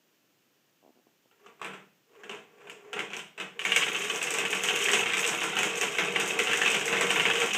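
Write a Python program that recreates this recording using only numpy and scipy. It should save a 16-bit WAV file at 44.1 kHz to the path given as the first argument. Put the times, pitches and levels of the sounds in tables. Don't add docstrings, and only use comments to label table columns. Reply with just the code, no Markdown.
import sys
import numpy as np
from scipy import signal
from scipy.fft import rfft, irfft
from scipy.io import wavfile

SR = 44100
rng = np.random.default_rng(int(sys.argv[2]) if len(sys.argv) > 2 else 0)


def wrap_up_sound(samples):
    columns = np.atleast_2d(samples).T
    tamed = np.clip(columns, -1, 1)
    steps = np.round(tamed * 32767).astype(np.int16)
    wavfile.write(sys.argv[1], SR, steps)


N = 333837
TIME = np.arange(N) / SR


# time in seconds, clack level in dB,
# pitch of the wood in Hz, level of the thud in the frame in dB, hop until it lands again in seconds.
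KNOCKS = [(1.3117, -57.5, 2890, -64, 0.0022), (1.3946, -58, 980, -66, 0.0034),
          (1.4437, -52, 1340, -63, 0.0062), (1.4616, -37.5, 1240, -52, 0.0043),
          (1.5951, -46, 1110, -55, 0.0054), (1.6153, -22.5, 1090, -37.5, 0.013),
          (1.6458, -26, 2480, -38, 0.015), (1.6719, -43, 2310, -41, 0.0082),
          (1.735, -31.5, 1450, -43.5, 0.0098), (2.152, -46.5, 1130, -72, 0.05),
          (2.2348, -33.5, 1640, -47.5, 0.0055), (2.2942, -26.5, 2810, -37.5, .0184),
          (2.3482, -35.5, 2820, -62, 0.0088), (2.6054, -49, 2470, -53, .012),
          (2.67, -40.5, 2480, -47, 0.0045), (2.6971, -32.5, 2780, -56, 0.0061),
          (2.9302, -21.5, 2650, -37, 0.0043), (2.9665, -35, 2510, -34, .01),
          (2.9914, -18, 2140, -38, 0.013), (3.1033, -32.5, 2520, -40, .012),
          (3.1331, -21.5, 2300, -41.5, 0.011), (3.1663, -29.5, 2630, -41, .005),
          (3.1922, -28, 3000, -47, .008), (3.3782, -29.5, 2580, -39, 0.0092),
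          (3.3999, -21.5, 2890, -36, 0.011), (3.5924, -20.5, 3020, -46, .0235),
          (3.6509, -13.5, 2250, -33, 0.015), (3.692, -22.5, 2860, -42, 0.0083),
          (3.719, -12, 2850, -41, 0.0025), (3.761, -9, 2230, -28.5, 0.0018),
          (3.827, -19.5, 3020, -40, 0.0062), (3.9465, -20, 2650, -39, 0.0089),
          (4.0193, -23, 2700, -54, .003), (4.0982, -16.5, 2990, -52, .002),
          (4.2158, -18.5, 2680, -34.5, .013), (4.2704, -23, 2860, -40, 0.0045),
          (4.339, -22, 2440, -44, 0.0059), (4.3854, -17, 2620, -37, .016),
          (4.4515, -17.5, 2660, -50, 0.0035), (4.5285, -15, 2660, -32, 0.021),
          (4.636, -17.5, 2520, -37, .01), (4.6865, -12, 3080, -43, 0.01), (4.7598, -18, 2740, -40, .009),
          (4.885, -12, 1940, -32, .016), (4.9335, -10.5, 2960, -28.5, 0.0084), (5, -19, 2670, -37, 0.0076),
          (5.0591, -15.5, 2200, -34.5, .01), (5.135, -13.5, 2400, -35, 0.0039),
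          (5.1681, -18.5, 2140, -30, 0.029), (5.242, -15, 2530, -37, 0.0076),
          (5.275, -26, 2660, -30.5, 0.013), (5.4156, -17.5, 2580, -29.5, .022),
          (5.5672, -15, 3020, -28, 0.0077), (5.5884, -16.5, 2540, -30.5, 0.0055),
          (5.631, -16, 2230, -29.5, 0.0097), (5.813, -16, 2400, -40, .01),
          (5.831, -14.5, 2270, -28.5, .012), (5.985, -10.5, 2200, -25, 0.012),
          (6.16, -12.5, 2150, -30.5, 0.0025), (6.2, -21, 2600, -30.5, 0.0059),
          (6.3915, -12, 2040, -32, 0.0082), (6.4711, -16.5, 2800, -30.5, 0.0087),
          (6.5127, -15.5, 2670, -39, .003), (6.5323, -12, 1750, -33, 0.0075),
          (6.6169, -10.5, 1800, -31, 0.016), (6.66, -11, 2600, -29.5, 0.018),
          (6.744, -12.5, 2330, -29, 0.0064), (6.8791, -15, 2100, -32.5, 0.0065),
          (6.9266, -15, 2750, -25.5, .008), (6.9678, -15, 2160, -38, 0.0063),
          (7.01, -13, 2170, -26, 0.0069), (7.1043, -13.5, 2890, -28.5, 0.0087),
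          (7.1588, -13.5, 2230, -26.5, 0.007), (7.1972, -12, 2880, -31.5, 0.0072),
          (7.2533, -11.5, 2180, -27.5, 0.0071), (7.3, -13.5, 1670, -31, 0.0034),
          (7.3553, -13, 2610, -40, 0.018), (7.4178, -15.5, 2240, -27, 0.0052),
          (7.5478, -13.5, 2770, -29, 0.0037)]
# time in seconds, level in dB.
CLINKS = [(1.6459, -47), (2.6975, -47.5), (3.1661, -38.5), (3.6512, -34), (3.762, -23), (4.1587, -33),
          (4.228, -28.5), (4.3059, -28.5), (4.339, -31), (4.3847, -30.5), (4.5051, -31.5), (4.5477, -33),
          (4.636, -28), (4.6862, -43), (4.7601, -29), (4.816, -33), (4.9006, -40), (4.9336, -27.5),
          (5.1934, -30.5), (5.276, -28), (5.437, -32.5), (5.5881, -28.5), (5.6313, -31), (5.757, -36),
          (5.8124, -27), (5.9848, -35), (6.199, -28), (6.276, -31.5), (6.3894, -29.5), (6.5323, -35),
          (6.8562, -30), (7.01, -31), (7.1036, -31.5), (7.4597, -33), (7.5342, -29)]
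# time in seconds, level in dB.
JOSTLE = [(3.6, -44), (3.66, -41), (3.76, -34), (3.82, -28.5), (4.15, -36.5), (4.43, -35.5), (4.62, -33.5),
          (4.88, -28.5), (5.1, -30.5), (5.25, -30.5), (5.38, -33.5), (5.78, -35), (6.33, -34), (6.63, -30),
          (6.95, -34), (7.15, -30), (7.57, -31.5)]
# start in seconds, end in seconds,
# level at full speed in dB, lean from the low to the high track note in dB.
RUNS = [(1.342, 1.503, -61, -13), (1.546, 1.746, -55, -12), (2.054, 2.367, -50.5, -9.5),
        (2.43, 2.727, -53, -3), (2.6, 2.895, -56.5, -14.5), (2.893, 3.012, -42.5, -15.5),
        (3.346, 3.433, -50, -4), (3.503, 3.786, -43, -6), (3.6, 4.144, -40, -2), (4.044, 4.424, -36, 2.5),
        (4.248, 4.977, -36, -3.5), (5.0, 5.298, -39, 7.5), (5.197, 5.848, -38.5, 2.5),
        (5.496, 6.415, -36.5, -0.5), (6.05, 6.75, -37, 6.5), (6.598, 7.037, -34, 3.5),
        (6.848, 7.452, -37.5, 13.5)]
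# start in seconds, length in seconds,
# level at the middle of the creak in dB.
CREAKS = [(0.828, 0.084, -47), (0.957, .05, -53), (1.069, .004, -43.5), (1.258, .004, -49)]

# centre in Hz, width in Hz, boost or cut in dB.
FRAME_MODES = [(122.6, 12, -1.5), (154.2, 2.8, 8), (187, 11.4, 7.5), (209, 5.7, 4.5), (325, 13, 5.5),
               (401, 24, 3.5), (461.7, 11, 8.5), (604.4, 4.8, 5.5), (655.5, 8.8, 7), (756, 91, 6.5),
               (938, 105, 5), (1030, 16, 6.5), (1357, 51, 6)]
# centre in Hz, width in Hz, boost or cut in dB.
RAIL_MODES = [(1134, 48, 8), (1560, 18, 7), (1637, 14, 3.5), (1760, 9, 3.3), (2163, 54, 1), (2560, 10, 7.5),
              (2770, 160, 0.5), (3330, 13, -0.5)]
# centre in Hz, width in Hz.
TRACK_NOTES = [(412, 16.5), (467, 17.6)]

# frequency in Hz, level in dB.
CLACK_SPECTRUM = [(60, -72), (300, -24), (900, -14.5), (1500, -4.5), (2200, 0.5), (2800, 3.5), (3250, 2),
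                  (3800, -9), (4400, -21), (6000, -18.5), (8300, -35), (9800, -41), (15500, -74)]
# frequency in Hz, level in dB.
CLINK_SPECTRUM = [(300, -59.5), (2500, 4.5), (4400, -15.5), (5400, -6), (6700, -1.5), (8200, -1.5),
                  (9000, -8.5), (9700, -22), (12000, -18.5), (15500, -27)]
# frequency in Hz, level in dB.
TICK_SPECTRUM = [(300, -60), (4400, -23), (6500, 17), (8300, -4), (9700, 1.5), (11500, 0.5), (15500, -6)]
# frequency in Hz, level in dB.
THUD_SPECTRUM = [(40, -30), (85, -36), (125, -9), (185, -5.5), (350, 2), (480, 4), (570, -1.5),
                 (1100, -0.5), (1600, 2.5), (2600, 0), (4400, -22), (15000, -46)]
# frequency in Hz, level in dB.
BOOM_SPECTRUM = [(40, -33), (80, -53), (110, -12.5), (200, 1.5), (290, -12.5), (450, -11), (2000, -75)]
# frequency in Hz, level in dB.
RUMBLE_SPECTRUM = [(40, -45), (85, -31), (125, -6.5), (185, -9.5), (350, 2), (500, 2.5), (570, -3.5),
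                   (1200, -8.5), (2600, -5.5), (4400, -30.5), (7000, -18.5), (10000, -38), (15000, -63)]
# frequency in Hz, level in dB.
CREAK_SPECTRUM = [(60, -33), (130, -10), (260, 8), (480, 4), (750, 5), (1150, -9), (1500, -30), (5000, -48)]
# frequency in Hz, level in dB.
HUSH_SPECTRUM = [(24, -63), (40, -16), (69, -32), (87, -24), (120, -2), (342, 0.5), (903, -9.5),
                 (1820, -8.5), (2060, -11), (2840, -6.5), (3930, -13.5), (6640, -13), (10100, -23),
                 (13300, -15), (15500, -14.5)]

RAILS, STRETCH_S = 4, 0.22
HOP_LOSS_DB = 5.5
RAIL_HZ, PITCH_DB, CRACK_DB_PER_OCTAVE = 2640, 1, 4.5
GLASS_DB, GLASS_GROWTH = -24.5, 0.92
JOSTLE_WOOD_DB, JOSTLE_GLASS_DB, JOSTLE_FRAME_DB = -1, -2.5, -5.5
SHOVES_PER_S, SHOVE_SPREAD_DB = 30, 3.5
RUN_OUT_S = 0.038
SLIP_GAP_S, SLIP_JITTER, SLIP_EDGE_DB = 0.011, 0.25, 5.5
HUSH_DB = -69
CUTOFF_HZ = 15500


def hopping():
    times, clack_db, pitch_hz, thud_db, hop_s = np.transpose(KNOCKS)
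    all_times = np.r_[times, times + hop_s]
    all_clack_db = np.r_[clack_db, clack_db - HOP_LOSS_DB]
    all_thud_db = np.r_[thud_db, thud_db - HOP_LOSS_DB]
    return all_times, all_clack_db, np.r_[pitch_hz, pitch_hz], all_thud_db


def clacks(times, db, pitch_hz, pitch_db):
    settle_times = times + rng.uniform(0.00191, 0.009, len(times))
    contacts = strikes(times, db + 13) + strikes(settle_times, db + 9.5)
    crack = colour(ring_out(contacts, ring_t60=0.032, room_t60=0.44, room_db=-3.5), CLACK_SPECTRUM)
    ping_sizes = from_db(db + pitch_db + 8.5)
    return crack + pings(times, ping_sizes, pitch_hz, ring_t60=0.011, room_db=-3)


def pings(times, sizes, pitch_hz, ring_t60, room_db):
    t = TIME[:SR // 20]
    envelope = (1 - np.exp(-t / 0.0005)) * from_db(-60 * t / ring_t60)
    out = np.zeros((RAILS, N + len(t)))
    for rail, s, size, hz in zip(rail_at(times), times, sizes, pitch_hz):
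        start = min(round(s * SR), N - 1)
        swing = unit(envelope * np.sin(2 * np.pi * hz * t))
        out[rail, start:start + len(t)] += size * swing
    direct = out.sum(axis=0)[:N]
    return direct + from_db(room_db) * heard(out, reflections(0.27))


def clinks(times, db, jostle):
    blows = strikes(times, db + 26.5)
    contacts = blows + from_db(-5.5) * jostle * patter(per_s=90, spread_db=6.5)
    hardest = from_db(-10.5) * blows + from_db(-14) * jostle * patter(per_s=70, spread_db=4)
    clink = colour(ring_out(contacts, ring_t60=0.02, room_t60=0.32, room_db=2.5), CLINK_SPECTRUM)
    tick = colour(ring_out(hardest, ring_t60=0.008, room_t60=0.2, room_db=-1.5), TICK_SPECTRUM)
    return clink + tick


def thuds(times, db):
    blows = strikes(times, db + 25.5)
    thud = colour(ring_out(blows, ring_t60=0.046, room_t60=0.36, room_db=6.5), THUD_SPECTRUM)
    boom = colour(ring_out(blows, ring_t60=0.13, room_t60=0.68, room_db=12), BOOM_SPECTRUM)
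    return thud + from_db(-14) * boom


def crowd_level():
    s, db = np.transpose(JOSTLE)
    return from_db(np.interp(TIME, s, db)) * (TIME >= s[0])


def jostling(level):
    contacts = level * patter(per_s=260, spread_db=3)
    sizes = contacts.sum(axis=0)
    at = np.flatnonzero(sizes)
    pitch_hz = rng.triangular(1400, 2800, 3400, len(at))
    crack = colour(ring_out(contacts, ring_t60=0.039, room_t60=0.25, room_db=-10), CLACK_SPECTRUM)
    ping = pings(at / SR, sizes[at], pitch_hz, ring_t60=0.036, room_db=-9)
    return from_db(-2) * crack + from_db(-9) * ping


def shoves(level):
    at = np.flatnonzero((rng.random(N) < SHOVES_PER_S / SR) & (level > 0))
    uneven_db = SHOVE_SPREAD_DB * rng.standard_normal(len(at))
    return at / SR, 20 * np.log10(level[at]) + JOSTLE_FRAME_DB + uneven_db


def rolling():
    levels = run_levels()
    hum = 0
    for level, (hz, width_hz) in zip(levels, TRACK_NOTES):
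        grain = patter(per_s=900, spread_db=1).sum(axis=0)
        note = mode(mode(grain, hz, width_hz), hz, 4 * width_hz)
        hum = hum + level * np.sqrt(N) * unit(note)
    bumps = from_db(-9) * sum(levels) * patter(per_s=900, spread_db=6)
    rumble = colour(ring_out(bumps, ring_t60=0.03, room_t60=0.59, room_db=-2.5), RUMBLE_SPECTRUM)
    return from_db(-5) * hum + resonate(resonate(rumble, FRAME_MODES), RAIL_MODES)


def run_levels():
    power = np.zeros((2, N))
    for start, end, db, lean_db in RUNS:
        speed = np.clip((TIME - start) / (end - start), 0, 1)
        run_out = np.exp(-np.maximum(TIME - end, 0) / RUN_OUT_S)
        lean = from_db([[-lean_db / 2], [lean_db / 2]])
        power += (lean * from_db(db) * speed * run_out) ** 2
    return np.sqrt(power)


def gear_creak():
    times, db = slips()
    pulses = strikes(times, db + 13)
    echo = ring_out(pulses, ring_t60=0.015, room_t60=0.24, room_db=0)
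    return colour(pulses.sum(axis=0) + from_db(-4) * echo, CREAK_SPECTRUM)


def slips():
    rows = []
    for start, length, db in CREAKS:
        gaps = SLIP_GAP_S * np.exp(SLIP_JITTER * rng.standard_normal(32))
        delays = np.r_[0, np.cumsum(gaps)]
        for s in delays[delays <= length]:
            from_middle = 2 * s / length - 1
            rows.append((start + s, db - SLIP_EDGE_DB * from_middle ** 2))
    return np.transpose(rows)


def room_hush():
    return from_db(HUSH_DB) * colour(rng.standard_normal(N), HUSH_SPECTRUM)


def strikes(times, db):
    out = np.zeros((RAILS, N))
    at = np.clip(np.round(times * SR).astype(int), 0, N - 1)
    np.add.at(out, (rail_at(times), at), from_db(db) * (times < N / SR))
    return out


def patter(per_s, spread_db):
    born = rng.random(N) < per_s / SR
    sizes = born * from_db(spread_db * np.clip(rng.standard_normal(N), -2, 2))
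    out = np.zeros((RAILS, N))
    out[rng.integers(0, RAILS, N), np.arange(N)] = unit(sizes) * np.sqrt(N)
    return out


def rail_at(times):
    return (times // STRETCH_S).astype(int) % RAILS


def ring_out(contacts, ring_t60, room_t60, room_db):
    room = reflections(room_t60)
    t = TIME[:room.shape[1]]
    spread = 1 - np.exp(-t / (0.012 * ring_t60))
    ring = unit(rng.standard_normal(room.shape) * spread * from_db(-60 * t / ring_t60))
    return heard(contacts, unit(ring + from_db(room_db) * room))


def reflections(t60):
    t = TIME[:SR * 2 // 3]
    build_up = 1 - np.exp(-t / 0.0039)
    return unit(rng.standard_normal((RAILS, len(t))) * build_up * from_db(-60 * t / t60))


def heard(contacts, responses):
    return signal.fftconvolve(contacts, responses, axes=1).sum(axis=0)[:N]


def resonate(x, modes):
    return x + sum((from_db(lift_db) - 1) * mode(x, hz, width_hz) for hz, width_hz, lift_db in modes)


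def mode(x, hz, width_hz):
    r = np.exp(-np.pi * width_hz / SR)
    poles = [1, -2 * r * np.cos(2 * np.pi * hz / SR), r * r]
    return (1 - r * r) / 2 * signal.lfilter([1, 0, -1], poles, x + 1e-18)


def colour(x, spectrum, size=4096):
    hz, db = np.transpose(spectrum)
    grid = np.maximum(np.arange(size // 2 + 1) * SR / size, 1)
    magnitude = from_db(np.interp(np.log(grid), np.log(hz), db))
    cepstrum = irfft(np.log(magnitude))
    cepstrum[1:size // 2] *= 2
    cepstrum[size // 2 + 1:] = 0
    impulse = irfft(np.exp(rfft(cepstrum)))
    return signal.oaconvolve(x, unit(impulse))[:N]


def from_db(db):
    return 10 ** (np.asarray(db) / 20)


def unit(x):
    return x / np.sqrt(np.sum(x ** 2, axis=-1, keepdims=True) + 1e-20)


def scene():
    times, db, pitch_hz, thud_db = hopping()
    crack_db = CRACK_DB_PER_OCTAVE * np.log2(pitch_hz / RAIL_HZ)
    crowd = crowd_level()

    knocks = clacks(times, db + crack_db, pitch_hz, PITCH_DB - crack_db)
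    rails = resonate(knocks + jostling(from_db(JOSTLE_WOOD_DB) * crowd), RAIL_MODES)

    clink_times, clink_db = np.transpose(CLINKS)
    glass_db = GLASS_DB + GLASS_GROWTH * (db + crack_db)
    glass_times = np.r_[times, clink_times]
    glass = clinks(glass_times, np.r_[glass_db, clink_db], from_db(JOSTLE_GLASS_DB) * crowd)

    shove_times, shove_db = shoves(crowd)
    blows = thuds(np.r_[times, shove_times], np.r_[thud_db, shove_db])
    frame = resonate(blows, FRAME_MODES)
    return (rails + glass + frame + rolling() + gear_creak() + room_hush())[None]


def record(dry):
    return signal.sosfilt(signal.ellip(10, 0.3, 70, CUTOFF_HZ, fs=SR, output="sos"), dry)


dry = scene()
out = record(dry)
wrap_up_sound(out)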